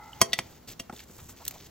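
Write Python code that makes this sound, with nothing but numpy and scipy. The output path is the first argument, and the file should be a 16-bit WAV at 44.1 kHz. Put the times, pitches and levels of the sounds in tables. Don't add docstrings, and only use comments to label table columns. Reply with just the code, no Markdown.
import sys
import numpy as np
from scipy import signal
from scipy.fft import rfft, irfft
from scipy.io import wavfile
from scipy.ndimage import uniform_filter1d

SR = 44100
rng = np.random.default_rng(int(sys.argv[2]) if len(sys.argv) > 2 else 0)


def unload_audio(sound):
    columns = np.transpose(np.atleast_2d(sound))
    steps = np.round(np.clip(columns, -1, 1) * 32767)
    wavfile.write(sys.argv[1], SR, steps.astype(np.int16))


N = 74970


def amp(db):
    return 10 ** (np.asarray(db) / 20)


def unit(x):
    return x / np.sqrt(np.mean(x ** 2) + 1e-20)


def read(points, hz):
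    points_hz, values = np.transpose(points)
    return np.interp(np.log(hz + 1), np.log(points_hz + 1), values)


def add(mix, start_s, sound):
    part = mix[..., round(start_s * SR):][..., :sound.shape[-1]]
    part += sound[..., :part.shape[-1]]


def bins(size):
    return np.fft.rfftfreq(size, 1 / SR)


def hump(centre_hz, octaves, skirt_db):
    hz = np.geomspace(40, 20000, 80)
    away = np.log2(hz / centre_hz) / octaves
    gain = np.exp(-away ** 2 / 2) + amp(skirt_db) / (1 + (away / 2) ** 2)
    return np.c_[hz, 20 * np.log10(gain)]


# resonance in Hz, relative level in dB.
LINGER_PEAKS = [(842, 6), (1330, 0.5), (2030, -4)]

def lingering_ring(level_db=-47.5, t60_s=1.55, half_width_hz=65):
    hz = bins(N)
    colour = sum(amp(db) / (1 + ((hz - peak_hz) / half_width_hz) ** 2) for peak_hz, db in LINGER_PEAKS)
    tail = unit(irfft(colour * np.exp(2j * np.pi * rng.random(len(hz))), N))
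    return tail * amp(level_db - 60 * np.arange(N) / SR / t60_s)


def slips(colour, rate_per_s=4500, spread_db=4.2, clump_db=2.3, clump_s=0.007):
    clumps = unit(uniform_filter1d(rng.standard_normal(N), round(clump_s * SR)))
    size_db = clump_db * clumps + spread_db * np.minimum(rng.exponential(1, N), 4)
    train = amp(size_db) * rng.choice([-1, 1], N) * (rng.random(N) < rate_per_s / SR)
    return unit(irfft(rfft(train) * amp(read(colour, bins(N))), N))


# start in seconds, length in seconds, grit level in dB, dust level in dB.
SCRAPE_STROKES = [(0.0, 0.58, -58, -62), (0.2068, 0.007, -35, -63), (0.379, 0.0063, -47.5, -48),
                  (0.672, 0.058, -47, -50), (0.793, 0.014, -42.5, -48), (0.931, .11, -58.5, -55.5),
                  (1.064, 0.263, -66, -55), (1.284, 0.026, -55, -48), (1.352, 0.32, -53, -57)]
# frequency in Hz, relative level in dB.
GRIT_SPECTRUM = [(300, 9), (1200, -10), (2100, -1), (6500, 0), (9500, -44), (16000, -3.5)]
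DUST_SPECTRUM = [(1000, -22), (4500, -15), (7000, -5.5), (10000, -10.5), (16000, -12)]

def scraping(attack_share=0.081, release_s=0.0065):
    t = np.arange(N) / SR
    grit_power, dust_power = np.zeros((2, N))
    for start_s, length_s, grit_db, dust_db in SCRAPE_STROKES:
        attack = np.clip((t - start_s) / (attack_share * length_s), 0, 1)
        envelope = attack * np.exp(-np.maximum(t - start_s - length_s, 0) / release_s)
        grit_power += (amp(grit_db) * envelope) ** 2
        dust_power += (amp(dust_db) * envelope) ** 2
    return np.sqrt(grit_power) * slips(GRIT_SPECTRUM) + np.sqrt(dust_power) * slips(DUST_SPECTRUM)


# frequency in Hz, left-right coherence (clipped to -1..1 in use).
COHERENCE = [(60, 1), (290, 0.74), (640, -0.088), (1500, 0.92), (7000, 0.13), (10000, -2.04), (15000, 1)]

def diffuse_noise(size, colour):
    hz = bins(size)
    coherence = np.clip(read(COHERENCE, hz), -1, 1)
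    mid, side = rfft(rng.standard_normal((2, size)))
    mid *= np.sqrt((1 + coherence) / 2)
    side *= np.sqrt((1 - coherence) / 2)
    return irfft(np.array([mid + side, mid - side]) * amp(read(colour, hz)), size)


# frequency in Hz, relative level in dB.
BACKGROUND_SPECTRUM = [(20, -44), (58, 2), (110, -2), (600, -13), (2500, -25.5), (6000, -26),
                       (15500, -28.5), (16500, -68)]

def background(level_db=-54, waver_db=0.86):
    t = np.arange(N) / SR
    waver = sum(np.sin(2 * np.pi * (hz * t + rng.random())) / np.sqrt(hz)
                for hz in np.geomspace(2, 25, 20))
    return amp(level_db - waver_db * unit(waver)) * unit(diffuse_noise(N, BACKGROUND_SPECTRUM))


def burst(colour, hold_s, rise_s, t60_s):
    size = 8192
    t = np.arange(size) / SR
    noise = irfft(amp(read(colour, bins(size))) * np.exp(2j * np.pi * rng.random(size // 2 + 1)))
    envelope = np.minimum(t / rise_s, 1) * amp(-60 * np.maximum(t - hold_s, 0) / t60_s)
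    return unit(noise * envelope) * np.sqrt(np.mean(envelope ** 2))


# start in seconds, level in dB, centre in Hz, width in octaves. The row at 1.0972 s is the lower
# clack that opens the knock at 1.1 s.
SHORT_CLICKS = [(0.1314, -38.5, 3080, 0.031), (0.3224, -38.5, 3500, 0.37), (0.9624, -46, 3640, 0.13),
                (0.993, -41, 3500, 0.47), (1.0972, -55, 1700, 0.28), (1.451, -31, 9450, 1.2),
                (1.464, -38, 5000, 2.5), (1.4793, -19.5, 10500, 1.16), (1.5092, -33, 7550, 3)]

def snaps():
    out = np.zeros(N)
    for start_s, db, centre_hz, octaves in SHORT_CLICKS:
        colour = hump(centre_hz, octaves, skirt_db=-6.5)
        add(out, start_s, amp(db) * burst(colour, hold_s=0.00058, rise_s=0.00071, t60_s=0.021))
    return out


def ring(modes, rise_s):
    t = np.arange(SR // 2) / SR
    partials = sum(amp(db - 60 * t / t60_s) * np.sin(2 * np.pi * (hz * t + rng.random()))
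                   for hz, db, t60_s in modes)
    return (1 - np.exp(-t / rise_s)) * partials


# frequency in Hz, relative level in dB, T60 in seconds.
SHOE_MODES = [(674, 0.5, 0.074), (1168, 2.5, 0.029), (1906, -1, 0.045), (2226, 5, 0.013), (3210, 3, 0.063),
              (4600, 2, 0.058), (5685, 11, 0.038), (6510, 4.5, 0.046), (7806, 2.5, 0.044),
              (8600, 1.5, 0.064), (9190, 4, 0.044), (11000, 15.5, 0.0072), (16400, -11, 0.015),
              (4530, -34.5, 1)]
TOOL_MODES = [(1969, -0.5, 0.041), (2724, -8.5, 0.041), (3543, 7.5, 0.016), (4516, -8, 0.039),
              (5910, -4, 0.032)]
HOOF_MODES = [(84.5, -22, 0.057), (121, -3, 0.063), (189.7, 5.5, 0.046), (237.4, 4.5, 0.049),
              (356, 4, 0.0408), (519.6, -5, 0.059)]
# frequency in Hz, relative level in dB.
CRACK_SPECTRUM = [(150, -1.5), (2200, -2), (4000, -2.5), (6000, -4.5), (10000, 3.5), (12500, -12),
                  (15500, -9), (17000, -35)]
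# start in seconds, shoe, tool, crack and clack levels in dB, clack centre in Hz,
# clack width in octaves, thud level in dB, contact length in seconds.
TOOL_KNOCKS = [(0.2144, -20, -24.5, -12, -16.5, 1000, 0.32, -23.5, 0.0026),
               (0.3313, -36, -17, -29.5, -26, 3400, 0.54, -47, 0.0058),
               (0.3886, -39, -31, -29.5, -20, 1530, 1, -32.5, 0.0008),
               (0.7974, -42, -49, -45, -35.5, 2860, 0.04, -38, 0.0027),
               (0.8960, -61.5, -78, -63, -35.5, 850, 0.73, -40.5, 0.0041),
               (0.9253, -83, -50.5, -52.5, -47.5, 600, 0.65, -39, 0.013),
               (1.0964, -85, -96, -71, -44.5, 372, 0.28, -44, 0.0026)]

def knocks(rise_s=0.00064):
    out = np.zeros(N)
    tick_colour = hump(centre_hz=12600, octaves=0.65, skirt_db=-33)
    for start_s, shoe_db, tool_db, crack_db, clack_db, hz, octaves, thud_db, contact_s in TOOL_KNOCKS:
        metal = amp(shoe_db) * ring(SHOE_MODES, rise_s) + amp(tool_db) * ring(TOOL_MODES, rise_s)
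        crack = amp(crack_db) * burst(CRACK_SPECTRUM, contact_s, rise_s, t60_s=0.026)
        tick = amp(crack_db) * burst(tick_colour, hold_s=0.00049, rise_s=rise_s, t60_s=0.0071)
        clack = amp(clack_db) * burst(hump(hz, octaves, skirt_db=-43), contact_s, rise_s, t60_s=0.023)
        thud = amp(thud_db) * ring(HOOF_MODES, rise_s=0.0037)
        for part in (metal, crack, tick, clack, thud):
            add(out, start_s, part)
    return out


# start in seconds, length in seconds, level in dB, centre in Hz, width in octaves.
DULL_DRAGS = [(0.954, 0.09, -50, 2670, 1.4), (1.18, 0.034, -49, 564, 2.14), (1.16, 0.133, -51.5, 78, 0.75),
              (1.286, 0.027, -53.5, 880, 1.17), (1.389, 0.058, -53.5, 860, 0.42),
              (1.521, 0.061, -51, 745, 0.48)]

def drags():
    out = np.zeros(N)
    for start_s, length_s, db, centre_hz, octaves in DULL_DRAGS:
        swell = np.sin(np.linspace(0, np.pi, round(length_s * SR)))
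        friction = slips(hump(centre_hz, octaves, skirt_db=-20))[:len(swell)]
        add(out, start_s, amp(db) * swell * unit(friction))
    return out


# frequency in Hz, phase lead of the left in radians.
LEFT_LEAD_RAD = [(200, 0), (1550, 0.5), (3300, 0.4), (5100, 1.58), (7600, 1), (9200, 3.5), (11000, 3),
                 (12500, 5.5), (14200, 8)]
# frequency in Hz, left minus right in dB.
BALANCE_DB = [(2400, -.3), (3500, -2.8), (4600, 0.5), (8000, 0.15)]

def microphone_ports(x):
    hz = bins(N)
    left = amp(read(BALANCE_DB, hz) / 2)
    right = np.exp(-1j * read(LEFT_LEAD_RAD, hz)) / left
    return irfft(rfft(x) * np.array([left, right]), N)


# frequency in Hz, T60 in seconds.
TAIL_T60_S = [(400, 0.59), (5000, 0.14), (14000, 0.31)]
# frequency in Hz, relative level in dB.
TAIL_SPECTRUM = [(100, -12.5), (450, 8.5), (1200, -9.5), (5000, 4.5), (14000, -23)]

def barn_reverb(x, near_db=-19, near_t60_s=0.12, tail_db=-22.5):
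    noise = diffuse_noise(SR, [(20, 0), (20000, 0)])
    hz, frame_s, spectra = signal.stft(noise, SR, nperseg=256)
    spectra *= amp(read(TAIL_SPECTRUM, hz)[:, None] - 60 * frame_s / read(TAIL_T60_S, hz)[:, None])
    t = np.arange(SR) / SR
    tail = signal.istft(spectra, SR, nperseg=256)[1][:, :SR] * np.minimum(t / 0.015, 1)
    near = noise[:, ::-1] * amp(-60 * t / near_t60_s) * np.minimum(t / 0.0082, 1)
    response = (amp(tail_db) * unit(tail) + amp(near_db) * unit(near)) / np.sqrt(SR)
    return signal.fftconvolve(x[None], response, axes=1)[:, :N]


def scene():
    work = knocks() + snaps() + scraping() + drags() + lingering_ring()
    return microphone_ports(work) + barn_reverb(work) + background()


def record(dry):
    lowpass = signal.firwin(255, 16400, window=("kaiser", 8), fs=SR)
    return signal.oaconvolve(np.tanh(dry), lowpass[None], "same")


dry = scene()
out = record(dry)
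unload_audio(out)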